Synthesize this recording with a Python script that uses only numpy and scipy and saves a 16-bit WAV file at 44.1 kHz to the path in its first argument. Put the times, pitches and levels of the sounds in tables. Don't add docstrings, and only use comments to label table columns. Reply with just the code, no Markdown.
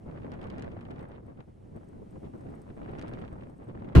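import sys
import numpy as np
from scipy import signal
from scipy.fft import rfft, irfft, next_fast_len
from scipy.io import wavfile
from scipy.ndimage import uniform_filter1d, map_coordinates

SR = 44100
rng = np.random.default_rng(int(sys.argv[2]) if len(sys.argv) > 2 else 0)


def wav_record(signal):
    frames = np.transpose(np.atleast_2d(signal))
    bounded = np.clip(frames, -1, 1)
    quanta = np.round(bounded * 32767).astype(np.int16)
    wavfile.write(sys.argv[1], SR, quanta)


N = 176400

# time_s, rumble_db, rasp_db
GUSTS = [(0.0, -54.5, -76), (0.055, -47.5, -76), (0.07, -44.5, -66.5), (0.18, -43.5, -59.5),
         (0.21, -43, -66), (0.24, -43.5, -62), (0.59, -43, -58.5), (0.89, -46.5, -64.5), (1.04, -45, -59.5),
         (1.07, -52, -67.5), (1.16, -47.5, -60.5), (1.22, -52.5, -80), (1.3, -49, -64.5),
         (1.34, -55.5, -83), (1.4, -47, -64.5), (1.45, -61.5, -84.5), (1.49, -49, -75), (1.52, -58.5, -85),
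         (1.69, -54, -83.5), (1.77, -42, -63), (1.79, -49.5, -75), (1.84, -55.5, -72.5), (1.99, -48.5, -78),
         (2.1, -52, -81), (2.16, -43, -67), (2.21, -49, -89), (2.25, -42.5, -59.5), (2.28, -47, -73.5),
         (2.36, -53.5, -69), (2.4, -52, -72.5), (2.47, -41.5, -62.5), (2.66, -53.5, -74),
         (2.7, -44.5, -62.5), (2.76, -50.5, -76.5), (2.78, -44.5, -62), (2.85, -44, -59.5),
         (3.21, -42, -59), (3.3, -47.5, -65.5), (3.32, -43, -62), (3.4, -49.5, -67.5), (3.43, -45.5, -64.5),
         (3.58, -54, -77.5), (3.62, -47, -63.5), (3.66, -52.5, -71.5), (3.7, -42, -62), (3.74, -48.5, -68),
         (3.77, -43, -61), (3.87, -44, -64.5), (3.92, -43.5, -61)]
# pitch_hz, level_db
RUMBLE_TONE = [(15, -7.5), (30, -11), (60, -5), (125, -1), (210, -3), (350, -6.5), (500, -13.5),
               (800, -19.5), (1500, -47.5), (4000, -84)]
FLUTTER_TONE = [(120, -35), (300, -5.5), (500, 2.5), (800, -3), (1200, -8.5), (2000, -20.5), (4000, -54),
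                (9000, -69)]
RASP_TONE = [(300, -26), (800, 2.5), (1300, 4.5), (2000, 2.5), (3100, -9.5), (4600, -22), (7000, -39.5),
             (16000, -58)]
# pitch_hz, likeness (1 the same, -1 opposite)
WIND_STEREO = [(30, 0.91), (130, 0.82), (290, 0.14), (700, -0.52), (3100, -0.28), (7000, 0.64)]
FULL_GUST_DB = -58

def wind():
    rumble_db, rasp_db = curves(GUSTS)
    gust_db = rasp_db - FULL_GUST_DB
    unrest = np.clip(.85 - 0.02 * gust_db, .3, 1.5)
    eddies = unit(np.tanh(1.9 * wobble(per_s=72))) * unrest
    buffets = np.tanh(wobble(per_s=48)) * unrest
    sputter = wobble(per_s=330)
    rumble = even(noise(RUMBLE_TONE, WIND_STEREO), samples=1800)
    rumble *= amp(rumble_db + 2.08 + 1.3 * eddies)
    flutter_swing = amp(2.2 * eddies + 1.4 * buffets + 3.9 * sputter)
    flutter = even(flutter_swing * noise(FLUTTER_TONE, WIND_STEREO), samples=8000)
    rasp_swing = amp(eddies + 4 * sputter + 3.5 * wobble(per_s=1800))
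    rasp = even(rasp_swing * noise(RASP_TONE, WIND_STEREO), samples=6000)
    flutter *= amp(FULL_GUST_DB + 11 + 0.85 * gust_db)
    rasp *= amp(FULL_GUST_DB + 1.31 * gust_db)
    return rumble + flutter + rasp


# peak_s, level_db
SPIT_HITS = [(0.1705, -59), (0.2185, -56), (0.3185, -47.5), (0.3368, -50), (0.415, -49.5), (0.4285, -51),
             (0.441, -51), (0.47, -51), (0.501, -47), (0.5823, -49), (0.5956, -50), (0.623, -45.5),
             (0.6435, -52.5), (0.7166, -52.5), (0.8102, -50), (0.852, -53.5), (0.9054, -50), (0.912, -54.5),
             (0.959, -52), (0.993, -51), (1.116, -54.5), (1.1504, -59), (1.3738, -65), (1.4049, -53),
             (2.263, -64), (2.891, -52.5), (2.986, -48), (2.994, -49.5), (3.014, -46.5), (3.0242, -49),
             (3.073, -53.5), (3.0812, -49.5), (3.1363, -48), (3.148, -55), (3.1875, -51), (3.217, -50.5),
             (3.2485, -51.5), (3.279, -52), (3.409, -54), (3.4344, -53.5), (3.6892, -60), (3.7027, -63),
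             (3.797, -61), (3.8452, -54), (3.889, -53.5)]
# pitch_hz, level_db
SPIT_TONE = [(450, -9), (1300, 4.5), (3100, -3), (4600, -17), (7000, -44), (16000, -55)]
FIZZ_TONE = [(2500, -4.5), (4500, 3), (10500, -12), (16000, -50)]

def spits():
    typical_db = -50
    swell = puffs([(s, db - typical_db, 0.0066) for s, db in SPIT_HITS], rise_s=0.001)
    grit = amp(3.2 * wobble(per_s=900))
    body = even(grit * noise(SPIT_TONE, WIND_STEREO), samples=300)
    fizz = even(grit * noise(FIZZ_TONE, WIND_STEREO), samples=300)
    return amp(typical_db) * (amp(-2) * swell * body + amp(-14) * swell ** 2.4 * fizz)


def crackle():
    _, rasp_db = curves(GUSTS)
    gust = amp(rasp_db - FULL_GUST_DB)
    snaps_per_s = 200 * gust ** 2
    snaps = (rng.random(N) < snaps_per_s / SR) * rng.uniform(.5, 1, N)
    age = np.arange(SR // 50) / (.00045 * SR)
    swell = signal.fftconvolve(snaps, age ** 2 * np.exp(2 * (1 - age)))[:N]
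    return amp(-54) * gust * swell * noise(SPIT_TONE, WIND_STEREO)


# peak_s, level_db
THUMP_HITS = [(0.061, -42), (0.902, -39.5), (1.283, -46), (1.375, -49), (2.02, -42.5), (2.167, -47),
              (2.239, -42.5), (2.34, -42.5), (2.352, -43.5), (2.381, -53), (2.89, -41), (3.612, -52),
              (3.687, -42), (3.845, -40.5)]
# pitch_hz, level_db
THUMP_TONE = [(100, -10), (220, 4), (360, 1.5), (600, -7), (1200, -21), (3000, -62)]

def thumps():
    swell = puffs([(s, db, 0.013) for s, db in THUMP_HITS], rise_s=0.0031)
    return amp(2) * swell * even(noise(THUMP_TONE, WIND_STEREO), samples=400)


# pitch_hz, width_hz, level_db, build_s
PRESSURE_SWINGS = [(69, 15, -10, 0.04), (132.6, 41, -15, .003), (196.6, 79, -18.5, 0.0017)]
# pitch_hz, level_db
BLAST_TONE = [(30, 2), (95, -1), (215, -10), (310, 1), (480, -12), (900, -22.5), (1400, -26.5), (3500, -75)]
TEAR_TONE = [(500, -2), (1400, -2.5), (2800, -8), (5000, -20), (8000, -29), (15000, -36)]
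# pitch_hz, likeness
BLAST_STEREO = [(40, 0.69), (700, 0.11)]

def blast(start_s=3.9505, rise_s=0.0021, crack_s=0.00051, tear_fade_db_per_s=213):
    age = np.maximum(np.arange(N) / SR - start_s, 0)
    swings = 0
    for hz, width, db, build_s in PRESSURE_SWINGS:
        band = [(hz / (1 + 2 * width / hz), -30), (hz, 0), (hz + 2 * width, -30),
                (hz + 10 * width, -120)]
        swing = even(noise(band, [(100, 0.91)]), samples=700)
        swings += amp(db) * np.minimum(age / build_s, 1) * swing
    body = amp(-16) * even(noise(BLAST_TONE, BLAST_STEREO), samples=700)
    tear = even(amp(3 * wobble(per_s=450)) * noise(TEAR_TONE, BLAST_STEREO), samples=600)
    tear *= amp(-25 - tear_fade_db_per_s * age)
    crack = puffs([(start_s + crack_s, -32, crack_s)], crack_s) * noise(TEAR_TONE, BLAST_STEREO)
    fade_in = np.clip(age / rise_s, 0, 1)
    fade_out = np.minimum(np.arange(N)[::-1] / 60, 1)
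    return crack + fade_in * fade_out * (swings + body + tear)


# peak_s, level_db
CAMERA_TICKS = [(1.008, -71), (1.028, -74), (1.087, -72), (1.265, -74.5), (1.763, -70), (1.888, -72),
                (2.108, -71), (2.379, -73), (2.41, -68.5), (2.552, -73), (2.618, -64.5), (2.912, -71),
                (3.091, -70), (3.329, -70), (3.498, -71), (3.58, -74), (3.679, -77)]
# pitch_hz, level_db
RING_TONE = [(3000, -28), (7750, -23), (8150, 4), (8400, 0), (8800, -16), (11800, -17), (16000, -32)]

def ticks(ring_fade_s=0.0041, click_s=0.001, chatter_from_s=1.6):
    rings = puffs([(s, db - 1, ring_fade_s) for s, db in CAMERA_TICKS], rise_s=0.0014)
    clicks = puffs([(s, db - 3, click_s) for s, db in CAMERA_TICKS], rise_s=click_s)
    chatter = amp(-92) * unit(amp(8 * wobble(per_s=70))) * (np.arange(N) / SR > chatter_from_s)
    ring_noise = even(noise(RING_TONE, [(8000, 0.94)]), samples=300)
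    click_noise = noise([(2000, -6), (6000, 5), (15000, -14)], [(8000, .9)])
    return (rings + chatter) * ring_noise + clicks * click_noise


# time_s, level_db
SEA_LEVELS = [(0, -78), (1.2, -81.5), (1.55, -80.5), (2.2, -75.5), (2.75, -76), (3.9, -81)]
# pitch_hz, level_db
SEA_TONE = [(300, -0.5), (1000, 4.5), (2000, 7), (2800, 3), (4500, -3), (7000, -5), (9800, -5),
            (12000, -14), (15500, -30)]

def sea():
    level_db, = curves(SEA_LEVELS)
    swell = amp(level_db + 1.5 + 0.35 * wobble(per_s=19))
    hiss = noise(SEA_TONE, [(1000, 0.86), (9000, 0.48)])
    return swell * hiss * amp([[.8], [-.8]])


# pitch_hz, level_db
DRONE_TONE = [(30, -11), (105, 1), (170, -21.5), (1000, -80)]

def drone():
    return amp(-57) * noise(DRONE_TONE, WIND_STEREO)


def amp(db):
    return 10 ** (np.asarray(db) / 20)


def unit(x):
    return x / np.sqrt(np.mean(x ** 2) + 1e-20)


def along(points, hz):
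    pitches, values = np.transpose(points)
    return np.interp(np.log(hz + 1), np.log(pitches + 1), values)


def curves(rows):
    times, *columns = np.transpose(rows)
    return [np.interp(np.arange(N) / SR, times, column) for column in columns]


def wobble(per_s):
    return map_coordinates(rng.standard_normal(N // 8), [np.arange(N) * per_s / SR], mode="wrap")


def noise(tone, stereo):
    size = next_fast_len(N + SR // 2)
    hz = np.fft.rfftfreq(size, 1 / SR)
    spread = np.arccos(np.clip(along(stereo, hz), -.99, .99)) / 2
    gains = amp(along(tone, hz)) * [np.cos(spread), np.sin(spread)]
    white = rng.standard_normal((2, N))
    shared, opposite = irfft(rfft(white, size) * gains, size)[..., :N]
    return unit(np.array([shared + opposite, shared - opposite]))


def even(x, samples):
    power = uniform_filter1d(np.mean(x ** 2, axis=0), samples)
    return x / np.sqrt(np.abs(power) + 1e-9)


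def puffs(events, rise_s):
    swell = np.zeros(N + SR)
    age = np.arange(SR // 8) / SR - .01
    rise = np.clip(age / rise_s + 1, 0, 1)
    for peak_s, db, fade_s in events:
        start = round((peak_s + age[0]) * SR)
        swell[start:start + len(age)] += amp(db) * rise * np.exp(-np.maximum(age, 0) / fade_s)
    return swell[:N]


def scene():
    return wind() + thumps() + spits() + crackle() + sea() + drone() + ticks() + blast()


def record(dry):
    ceiling, top_hz = .95, 16000
    rounded = dry / (1 + np.abs(dry / ceiling) ** 8) ** (1 / 8)
    return signal.sosfilt(signal.cheby1(14, .1, top_hz, fs=SR, output="sos"), rounded)


dry = scene()
out = record(dry)
wav_record(out)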